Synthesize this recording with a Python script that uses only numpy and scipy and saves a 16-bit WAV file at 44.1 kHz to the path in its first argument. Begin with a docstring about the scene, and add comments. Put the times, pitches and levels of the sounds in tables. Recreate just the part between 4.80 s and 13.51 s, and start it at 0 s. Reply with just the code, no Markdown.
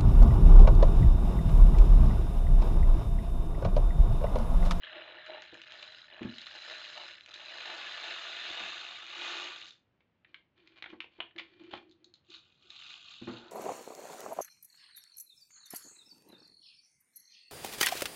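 """Small glass beads pour from a plastic bag into a plastic tube, close to the microphone: thousands of
tiny random cracks, coloured by the air column of the tube until the beads fill it. The tube is then
handled (rustles and low rings of noise), with damped plastic knocks and low bumps on the work table,
and tilted so that the beads slide out into a palm. Filtered noise makes the quiet air of the room."""
import sys
import numpy as np
from scipy import signal
from scipy.fft import rfft, irfft
from scipy.io import wavfile
from scipy.ndimage import uniform_filter1d

SR = 44100
rng = np.random.default_rng(int(sys.argv[2]) if len(sys.argv) > 2 else 0)


def generate_wav(sig):
    """Save sig (samples, or channels by samples) to the path in sys.argv[1] as 16-bit PCM at SR."""
    pcm = np.round(np.clip(np.atleast_2d(sig).T, -1, 1) * 32767).astype(np.int16)
    wavfile.write(sys.argv[1], SR, pcm)


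N = 384111
TIME = np.arange(N) / SR
HZ = np.fft.rfftfreq(4096, 1 / SR)

# The broad colour of rattling beads. Each row: frequency in Hz, level in dB.
RATTLE = [(100, -45), (210, -29), (300, -22.5), (520, -15.5), (1000, -8), (1400, 1.5), (2100, 1), (2800, 2),
          (4100, 1.5), (4600, -8), (5600, -22.5), (6500, -16), (7300, -23), (8200, -43.5)]
# The broad colour of skin that scuffs. Each row: frequency in Hz, level in dB.
SCUFF = [(30, -23.5), (110, -12), (330, -5.5), (600, -8.5), (1300, -17), (2300, -20.5), (5000, -64.5)]
# A resonance of the table. Each row: frequency in Hz, width in Hz, lift in dB.
TABLE_RING = [(343, 50, 12)]
# Resonances of the tube's wall. Each row: frequency in Hz, width in Hz, lift in dB.
TUBE_WALL = [(312, 250, 5), (700, 170, 4.5), (1188, 120, 8.5), (1380, 33, 1.5), (2490, 66, 8.6),
             (2820, 290, 5.8), (3600, 410, 4)]


def gain_of(db):
    """Turns decibels into amplitude."""
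    return 10 ** (np.asarray(db) / 20)


def evened(x):
    """Scales a sound to an rms of one."""
    return x / np.sqrt(np.mean(x ** 2) + 1e-24)


def read(points, hz=HZ):
    """Reads a spectrum table along a log-frequency axis."""
    f, value = np.transpose(points)
    return np.interp(np.log(hz + 1), np.log(f + 1), value)


def follow(points):
    """Reads a curve of (seconds, value) sample by sample."""
    s, value = np.transpose(points)
    return np.interp(TIME, s, value)


def during(points):
    """Is one while a curve lasts and zero elsewhere, with soft edges."""
    inside = (TIME >= points[0][0]) & (TIME <= points[-1][0])
    return uniform_filter1d(inside * 1., size=600, mode="constant")


def swells(rows, attack_s, release_s):
    """Makes one envelope for each (start, length, ...) row: attack, hold, release."""
    envelopes = []
    for s, length, *_ in rows:
        rise = np.clip((TIME - s) / attack_s, 0, 1)
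        fall = np.exp(-np.clip((TIME - s - length) / release_s, 0, 30))
        envelopes.append(rise * fall)
    return np.array(envelopes)


def add(mix, s, sound):
    """Mixes a sound in at time s."""
    part = mix[max(round(s * SR), 0):][:len(sound)]
    part += sound[:len(part)]


def lift(modes):
    """Draws resonances as humps in dB."""
    return sum(db / (1 + (2 * (HZ - hz) / width) ** 2) for hz, width, db in modes)


def colour(x, db):
    """Filters causally with the given gain: it rings after a blow, never before."""
    log_gain = np.log(gain_of(np.concatenate([db, db[-2:0:-1]])))
    # the minimum-phase response follows from the log gain
    response = np.fft.ifft(np.exp(np.conj(signal.hilbert(log_gain)))).real
    return signal.oaconvolve(x, response)[:len(x)]


def voiced(x, low_db, top_db, usual_top_db=-18):
    """Weighs the hollow low end and the glassy top against the body of a rattle."""
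    hz, spectrum = np.fft.rfftfreq(len(x), 1 / SR), rfft(x)
    low = 1 / (1 + (hz / 1000) ** 12)
    mid = 1 / (1 + (hz / 3700) ** 14)
    under_top = 1 / (1 + (hz / 4900) ** 30)
    bands = (low, mid * (1 - low), under_top * (1 - mid), 1 - under_top)
    hollow, body, edge, top = (irfft(spectrum * band, len(x)) for band in bands)
    # soft contacts that lack the top also lose the upper edge of the body
    body = (body + edge * gain_of(top_db - usual_top_db)) / np.std(body + edge)
    return gain_of(low_db) * evened(hollow) + body + gain_of(top_db) * evened(top)


def collisions(rate, spread_db, clump_db, crack_s, ping=0.52, ping_s=0.0024, count=32):
    """Random bead impacts in small avalanches: very short cracks, each with a ping at one of many pitches."""
    clumps = evened(uniform_filter1d(uniform_filter1d(rng.standard_normal(N), size=300), size=200))
    hit = rng.random(N) < np.maximum(rate, 500) / SR
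    size = hit * gain_of(spread_db * np.minimum(rng.exponential(1, N), 3) + clump_db * clumps)
    # even out the loudness, so that the level curves alone set it
    size *= rng.choice([-1, 1], N) / np.sqrt(uniform_filter1d(size ** 2, size=1800).clip(1e-4))
    kind, t = rng.integers(0, count, N), np.arange(400) / SR
    pitch = np.linspace(900, 7500, count)[:, None] * rng.uniform(.96, 1.04, (count, 1))
    cracks = rng.standard_normal((count, len(t))) * np.exp(-t / crack_s)
    cracks += ping * np.sin(2 * np.pi * pitch * t) * np.exp(-t / ping_s)
    z = rfft(cracks, 1024)
    # taken together the cracks are white
    white = irfft(z / np.sqrt(np.mean(abs(z) ** 2, 0)))
    cracks = np.roll(white, 32, axis=1)[:, :450]
    return sum(signal.oaconvolve(size * (kind == k), crack)[:N] for k, crack in enumerate(cracks))


def clicks(rows, spectrum, sharpness, crack_db, chatter, chatter_s, bounce, bounce_s, trim_db=0.0):
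    """A sharp contact, a brief chatter and a few bouncing beads ring at the pitch of the spot struck."""
    out, t = np.zeros(N), np.arange(4096) / SR
    bounces_per_s = 260
    for s, peak_db, hz, low_db, top_db in rows:
        blow = chatter * rng.standard_normal(len(t)) * np.exp(-t / chatter_s)
        bounces = rng.standard_normal(len(t)) * (rng.random(len(t)) < bounces_per_s / SR)
        blow += bounce * bounces * np.exp(-t / bounce_s)
        blow[0] += 1
        # plastic and packed beads are well damped, so the ring is broad
        detune = sharpness * ((HZ + 1) / hz - hz / (HZ + 1))
        ring_db = 10 * np.log10(1 / (1 + detune ** 2) + gain_of(crack_db) ** 2)
        click = colour(np.roll(blow, 44), read(spectrum) + lift(TABLE_RING) + ring_db)
        click = voiced(click, low_db, top_db)
        add(out, s - .0006, gain_of(peak_db + trim_db) * click / abs(click).max())
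    return out


def room_air():
    """The quiet room: steady noise, strongest in the low end."""
    # The colour of the room's air. Each row: frequency in Hz, level in dB.
    air_colour = [(15, -43.5), (25, -20), (101, -3), (172, -7), (230, -8), (392, -12), (431, -15.5),
                  (475, -13), (868, -18.5), (2170, -22), (2390, -24), (2770, -22.5), (8000, -51),
                  (10400, -84), (17600, -120)]
    level_db = -77
    return gain_of(level_db) * evened(colour(rng.standard_normal(N), read(air_colour)))


def room(x, tail_db=-9, build_s=0.0076):
    """Echoes from the table and nearby things, and the short tail of a small room."""
    # How long the room rings. Each row: frequency in Hz, time to fall by 60 dB in seconds.
    ring_times = [(150, 0.24), (350, 0.37), (800, 0.22), (2500, 0.24), (7000, 0.18)]
    # The early echoes. Each row: delay in seconds, level in dB.
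    echoes = [(.0019, -31.5), (.0034, -15.5), (.0092, -26), (0.0106, -16), (0.0162, -16), (0.039, -23)]
    hz, t, z = signal.stft(rng.standard_normal(SR // 2), SR, nperseg=256)
    fading = z * gain_of(-60 * t / read(ring_times, hz)[:, None])
    tail = signal.istft(fading, SR, nperseg=256)[1]
    tail *= 1 - np.exp(-np.arange(len(tail)) / SR / build_s)
    tail *= gain_of(tail_db) / np.linalg.norm(tail)
    for delay_s, db in echoes:
        add(tail, delay_s, gain_of([db]))
    return x + signal.fftconvolve(x, tail)[:N]


def bumps(trim_db=-1.0):
    """The heel of the hand pushes the table into a short low ring, with a scuff of skin."""
    # Soft bumps of the hand on the table. Each row: start in seconds, level in dB before the trim,
    # weight of the deep modes in dB, rise time in seconds, scuff in dB relative to the level.
    pushes = [(0.158, -50.5, -30, 0.0077, -17), (0.725, -50.5, -23, 0.0079, -5),
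              (1.41, -33, 0.5, 0.0087, -14.5), (1.449, -27.5, 14, 0.0049, -19.5),
              (3.702, -52.5, -17, 0.0045, -1.5), (3.79, -64.5, -1, 0.034, 6.5),
              (6.125, -47, -6, 0.0082, -5.5), (6.385, -53, -14, 0.005, -3),
              (6.554, -49.5, -30, 0.013, -12.5), (6.805, -53, -10, 0.011, -11),
              (6.934, -43.5, 6, 0.0042, -14), (8.415, -38, 4.5, 0.0085, -15),
              (8.472, -34.5, -2.5, 0.0081, -8.5), (8.492, -35.5, 6, 0.0088, -13),
              (8.526, -46.5, 1, 0.015, -8)]
    # How the table rings. Each row: frequency in Hz, level in dB, length relative to the rise time.
    table_modes = [(122.4, -7.5, 1.15), (232, 2.5, 0.99), (337.8, 0.5, 0.92)]
    out, t = np.zeros(N), np.arange(8192) / SR
    hz, db, length = np.transpose(table_modes)[:, :, None]
    for s, level_db, weight_db, rise_s, scuff_db in pushes:
        scuff = evened(colour(rng.standard_normal(len(t)), read(SCUFF)))
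        u = t / rise_s
        # a heavy push wakes the deep modes: all but the highest
        shares = gain_of(db + weight_db * (hz < hz.max()))
        swell = u / length * np.exp(1 - u / length)
        ring = (shares * swell * np.sin(2 * np.pi * hz * t)).sum(0) / np.linalg.norm(shares)
        scuffing = gain_of(scuff_db) * u * np.exp(1 - u) * scuff
        add(out, s, gain_of(level_db + trim_db) * (ring + scuffing))
    return out


def rubbing(ring_trim_db=-4.0, rustle_trim_db=-9.0, loose_per_s=160, loose_db=-6.5):
    """Skin creeps over the tube: a fine rustle in its wall, a few loose beads and a low hollow ring."""
    # Fingers shifting their grip. Each row: start in seconds, length in seconds,
    # low ring in dB and rustle in dB, both before their trims.
    rubs = [(5.462, 0.14, -76, -69), (5.752, 0.19, -69, -62.5), (5.953, 0.032, -71, -51.5),
            (6.08, 0.032, -57, -50), (6.3, 0.15, -82, -63), (6.578, 0.22, -64.5, -60),
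            (6.787, 0.11, -54.5, -56.5), (6.906, 0.055, -52, -43.5), (7.004, 0.1, -62, -74),
            (7.177, 0.1, -68, -76), (7.484, 0.035, -61, -85), (7.84, 0.035, -64.5, -81)]
    # The broad colour of the rustle. Each row: frequency in Hz, level in dB.
    rustle_colour = [(300, -26), (600, -8.5), (1100, -12.5), (1850, -3), (2400, -6), (3100, -1.5),
                     (4300, -9.5), (5500, -28.5), (7000, -33), (8200, -47.5)]
    # Resonances of the tube as it is gripped. Each row: frequency in Hz, width in Hz, lift in dB.
    gripped = [(1078, 54, 15.5), (1353, 91, 7.5), (2400, 92, 14.5), (3060, 100, 3), (4400, 220, 5)]
    ring_hz, half_width_hz = 342, 30
    ring_gain, rustle_gain = gain_of(np.transpose(rubs)[2:]) @ swells(rubs, attack_s=0.018, release_s=0.022)
    ring_db = -20 * np.log10(1 + ((HZ - ring_hz) / half_width_hz) ** 2)
    ring = evened(colour(rng.standard_normal(N), ring_db))
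    # the noise of the skin comes in uneven slips
    unevenness = evened(uniform_filter1d(rng.standard_normal(N), size=250))
    slips = evened(rng.standard_normal(N) * gain_of(3.8 * unevenness))
    loose = evened(rng.standard_normal(N) * (rng.random(N) < loose_per_s / SR))
    rustle = evened(colour(slips + gain_of(loose_db) * loose, read(rustle_colour) + lift(gripped)))
    return gain_of(ring_trim_db) * ring_gain * ring + gain_of(rustle_trim_db) * rustle_gain * rustle


def scrape(start_s=8.471, attack_s=0.003, catch_db=-45.5, catch_decay_s=0.022, drag_db=-57):
    """The open end of the tube catches on the palm, drags on more lightly and rings hollow."""
    # Resonances of the tube's mouth. Each row: frequency in Hz, width in Hz, lift in dB.
    mouth = [(349.4, 36, 16), (710, 97, 3), (910, 150, 6), (1390, 410, 15.5)]
    drag = evened(colour(rng.standard_normal(N), read(SCUFF) + lift(mouth)))
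    t = np.maximum(TIME - start_s, 0)
    strength = gain_of(catch_db) * np.exp(-t / catch_decay_s) + gain_of(drag_db)
    return np.minimum(t / attack_s, 1) * strength * drag


def knocks():
    """The plastic tube knocks: short damped rings with a crack and a chatter."""
    # Knocks of the tube. Each row: start in seconds, peak in dB before the trim, ring in Hz,
    # low end in dB and top in dB, both relative to the body of the sound.
    blows = [(5.206, -60, 2290, -9, -28.5), (5.447, -50, 1890, -27, -51), (5.544, -35, 2160, -50, -33),
             (5.874, -46, 2080, -41, -17), (6.024, -30, 1940, -19, -29.5), (6.041, -33.5, 2050, -14, -50),
             (6.06, -38, 1920, -10, -43), (6.204, -26.5, 2820, -26, -30), (6.243, -42.5, 2600, -6.5, -32),
             (6.403, -26, 2830, -11.5, -49.5), (6.51, -52.5, 1870, -27, -48), (6.562, -44, 1760, -29, -26),
             (6.581, -36, 2400, -31, -24), (6.585, -29.5, 2230, -34, -27), (6.594, -31.5, 2000, -18, -26),
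             (6.597, -29.5, 2200, -11.5, -27.5), (6.911, -45.5, 3000, -4, -21), (6.933, -39, 755, -5, -33),
             (6.937, -29, 1330, 1.5, -28)]
    # The broad colour of the plastic. Each row: frequency in Hz, level in dB.
    plastic = [(30, -47.5), (80, -25), (300, -16), (800, -5), (1200, -5), (1600, -3.5), (3300, 0),
               (4200, 0.5), (5000, -13.5), (5700, -26.5), (6700, -29.5), (7400, -35), (8200, -73)]
    return clicks(blows, plastic, sharpness=6.7, crack_db=-10.5, chatter=0.13, chatter_s=0.0036,
                  bounce=0.091, bounce_s=0.028, trim_db=2.0)


def ticks(low_db=-23.5):
    """Single beads strike hard, in the stream or as the tube is turned: small bright clicks."""
    # The strikes. Each row: start in seconds, peak in dB, ring in Hz,
    # top in dB relative to the body of the sound.
    hard_beads = [(0.034, -33.5, 3240, -60), (0.047, -35, 3120, -44), (0.13, -36, 3120, -45),
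                  (0.158, -40, 3100, -39), (0.4624, -38.5, 2740, -15), (0.621, -37.5, 2900, -11),
                  (0.7426, -38, 2740, -16), (0.8166, -35, 2660, -17.5), (0.921, -32.5, 2970, -19),
                  (1.027, -34.5, 2660, -20), (1.4306, -32, 2600, -22), (1.5826, -34, 3030, -15),
                  (1.616, -35.5, 4120, -10), (1.668, -31.5, 4040, -19), (1.865, -34.5, 3920, -16),
                  (1.899, -30.5, 4030, -22), (2.4085, -38, 3830, -22.5), (2.461, -37, 2580, -15),
                  (2.5404, -33, 4000, -11), (4.8157, -32.5, 3790, -24.5), (4.867, -43, 3720, -5),
                  (4.907, -39.5, 3600, -12.5), (6.837, -50.5, 2380, -18), (7.095, -59, 4710, -5),
                  (7.112, -54, 3600, -6), (7.123, -58, 3900, -5), (7.244, -44.5, 3880, 3.5),
                  (7.3391, -46, 4020, -3), (7.3554, -56.5, 3800, -15), (7.5026, -45, 3460, 0),
                  (7.9034, -37, 3660, -15), (8.0225, -39, 2880, -16), (8.106, -37.5, 2630, -21),
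                  (8.682, -47, 3960, -15)]
    strikes = [(s, peak_db, hz, low_db, top_db) for s, peak_db, hz, top_db in hard_beads]
    return clicks(strikes, RATTLE, sharpness=4.0, crack_db=-12.5, chatter=.14, chatter_s=0.0024,
                  bounce=0.24, bounce_s=0.016)


def slide(trim_db=-2.0, per_s=1300, low_db=-25, top_db=-17):
    """Beads roll over each other along the tilted tube: a lighter rattle with less low end."""
    # Beads shifting as the tube is turned over, then sliding out.
    # Each row: time in seconds, level in dB before the trim.
    slide_levels = [(7.44, -78), (7.48, -71), (7.52, -53.5), (7.55, -49), (7.61, -66.5), (7.79, -73.5),
                    (7.83, -64), (7.89, -62), (7.92, -54), (8.12, -48), (8.2, -54.5), (8.26, -55),
                    (8.31, -49), (8.38, -55.5), (8.57, -52), (8.64, -61.5), (8.71, -64.5)]
    # The broad colour of sliding beads. 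Each row: frequency in Hz, level in dB.
    sliding = [(120, -36), (330, -18.5), (520, -33.5), (680, -6), (1000, -11), (1450, -3.5), (1900, -13),
               (2700, 1.5), (4150, 3.5), (4700, -7), (5600, -20.5), (6500, -15), (7300, -18), (8200, -44)]
    beads = collisions(per_s, spread_db=-1.0, clump_db=-1.5, crack_s=0.00024)
    rattle = colour(beads, read(sliding) + lift(TABLE_RING) + lift(TUBE_WALL))
    return during(slide_levels) * gain_of(follow(slide_levels) + trim_db) * voiced(rattle, low_db, top_db)


def pour(trim_db=-1.5):
    """Beads rain into the tube; the ring of its air column gives way to that of its wall as it fills."""
    # The stream of beads. Each row: time in seconds, level in dB before gushes and trim.
    stream = [(0, -57.5), (0.04, -46), (0.37, -51), (0.55, -48.5), (0.72, -56), (0.85, -54.5),
              (1.01, -48.5), (1.24, -56.5), (1.42, -51.5), (1.56, -53), (1.94, -46.5), (2.29, -48),
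              (2.43, -61.5), (2.5, -54), (2.88, -42), (3.16, -42), (3.9, -41), (4.26, -48), (4.47, -38),
              (4.61, -39.5), (4.89, -54.5), (5.05, -99)]
    # Clumps of beads that drop to the bottom at once. Each row: start in seconds, length in seconds,
    # extra level in dB, extra low end in dB.
    gushes = [(0.121, 0.27, 0.5, 9), (0.475, 0.11, 0.5, 13.5), (0.618, 0.03, 1.5, 4),
              (0.731, 0.025, 5.5, 9), (0.918, 0.017, 1, 7.5), (0.95, 0.19, -1.5, 4),
              (1.31, 0.17, 0.5, 10.5), (1.726, 0.043, 1, 7), (1.869, 0.058, 1, 8.5), (2.148, 0.094, 0.5, 8),
              (2.444, 0.37, 1, 4.5), (2.85, 0.13, 0, 6), (3.228, 0.093, 1.5, 4.5), (3.64, 0.24, 1, 2.5),
              (4.35, 0.4, 0, 2.5)]
    # How empty the tube is. Each row: time in seconds, share of the air column that still rings.
    emptiness = [(0, 1), (2.3, 0.78), (2.9, 0.66), (3.6, 0.58), (4.1, 0.38), (4.35, 0.016)]
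    # The glassy top. Each row: time in seconds, level in dB relative to the body of the sound.
    glassy = [(0, -37.5), (0.44, -37), (0.47, -30), (0.57, -36), (0.63, -28), (1.22, -16.5), (1.3, -30),
              (1.41, -32), (1.54, -17), (2.35, -17.5), (2.9, -19.5), (4.75, -15.5), (4.95, -8)]
    # Resonances of the empty tube. Each row: frequency in Hz, width in Hz, lift in dB.
    air_column = [(615.3, 62, 20.5), (950, 200, -2), (1720, 370, 7), (2865, 170, 5.5), (3993, 250, 12),
                  (5100, 590, 9.5)]
    # Resonances of the half-filled tube. Each row: frequency in Hz, width in Hz, lift in dB.
    half_full = [(506, 83, 1.5), (689, 80, 11), (760, 56, 2), (1187, 100, 4.5), (1690, 140, 2),
                 (2570, 160, 6.5), (2840, 160, 6), (3646, 250, 7.5)]

    stream_db = follow(stream)
    gush_db, gush_low_db = np.transpose(gushes)[2:] @ swells(gushes, attack_s=0.014, release_s=0.014)
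    # a louder stream is denser and hollower: 2000 collisions a second at -45 dB, doubling every 5.5 dB
    louder_db = stream_db + 45
    rate = 2000 * 2 ** (louder_db / 5.5)
    low_db = -14.5 + 0.18 * louder_db + gush_low_db

    empty = np.clip(follow(emptiness), 0, 1)
    beads = collisions(rate, spread_db=2.5, clump_db=0.82, crack_s=0.00051)
    body = read(RATTLE) + lift(TABLE_RING)
    rattle = np.zeros(N)
    # fade from one set of resonances to the next
    for stage, modes in [(0.97, air_column), (0.493, half_full), (0.006, TUBE_WALL)]:
        share = np.maximum(1 - 2 * abs(empty - stage), 0)
        rattle += share * colour(beads, body + lift(modes))
    level = during(stream) * gain_of(stream_db + gush_db + trim_db)
    return level * voiced(rattle, low_db, follow(glassy))


def scene():
    """Beads, tube and hands in a quiet room."""
    handling = bumps() + rubbing() + scrape() + knocks()
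    beads = ticks() + slide() + pour()
    return (room(handling + beads) + room_air())[None]


def record(dry, edge_hz=8200):
    """The narrow band of the microphone: nothing much above its edge gets through."""
    eased = dry * signal.windows.tukey(N, .001)  # soft start and end
    band = signal.firwin(401, edge_hz, window=("kaiser", 8), fs=SR)
    return signal.oaconvolve(eased, band[None], "same")


dry = scene()
out = record(dry)
generate_wav(out)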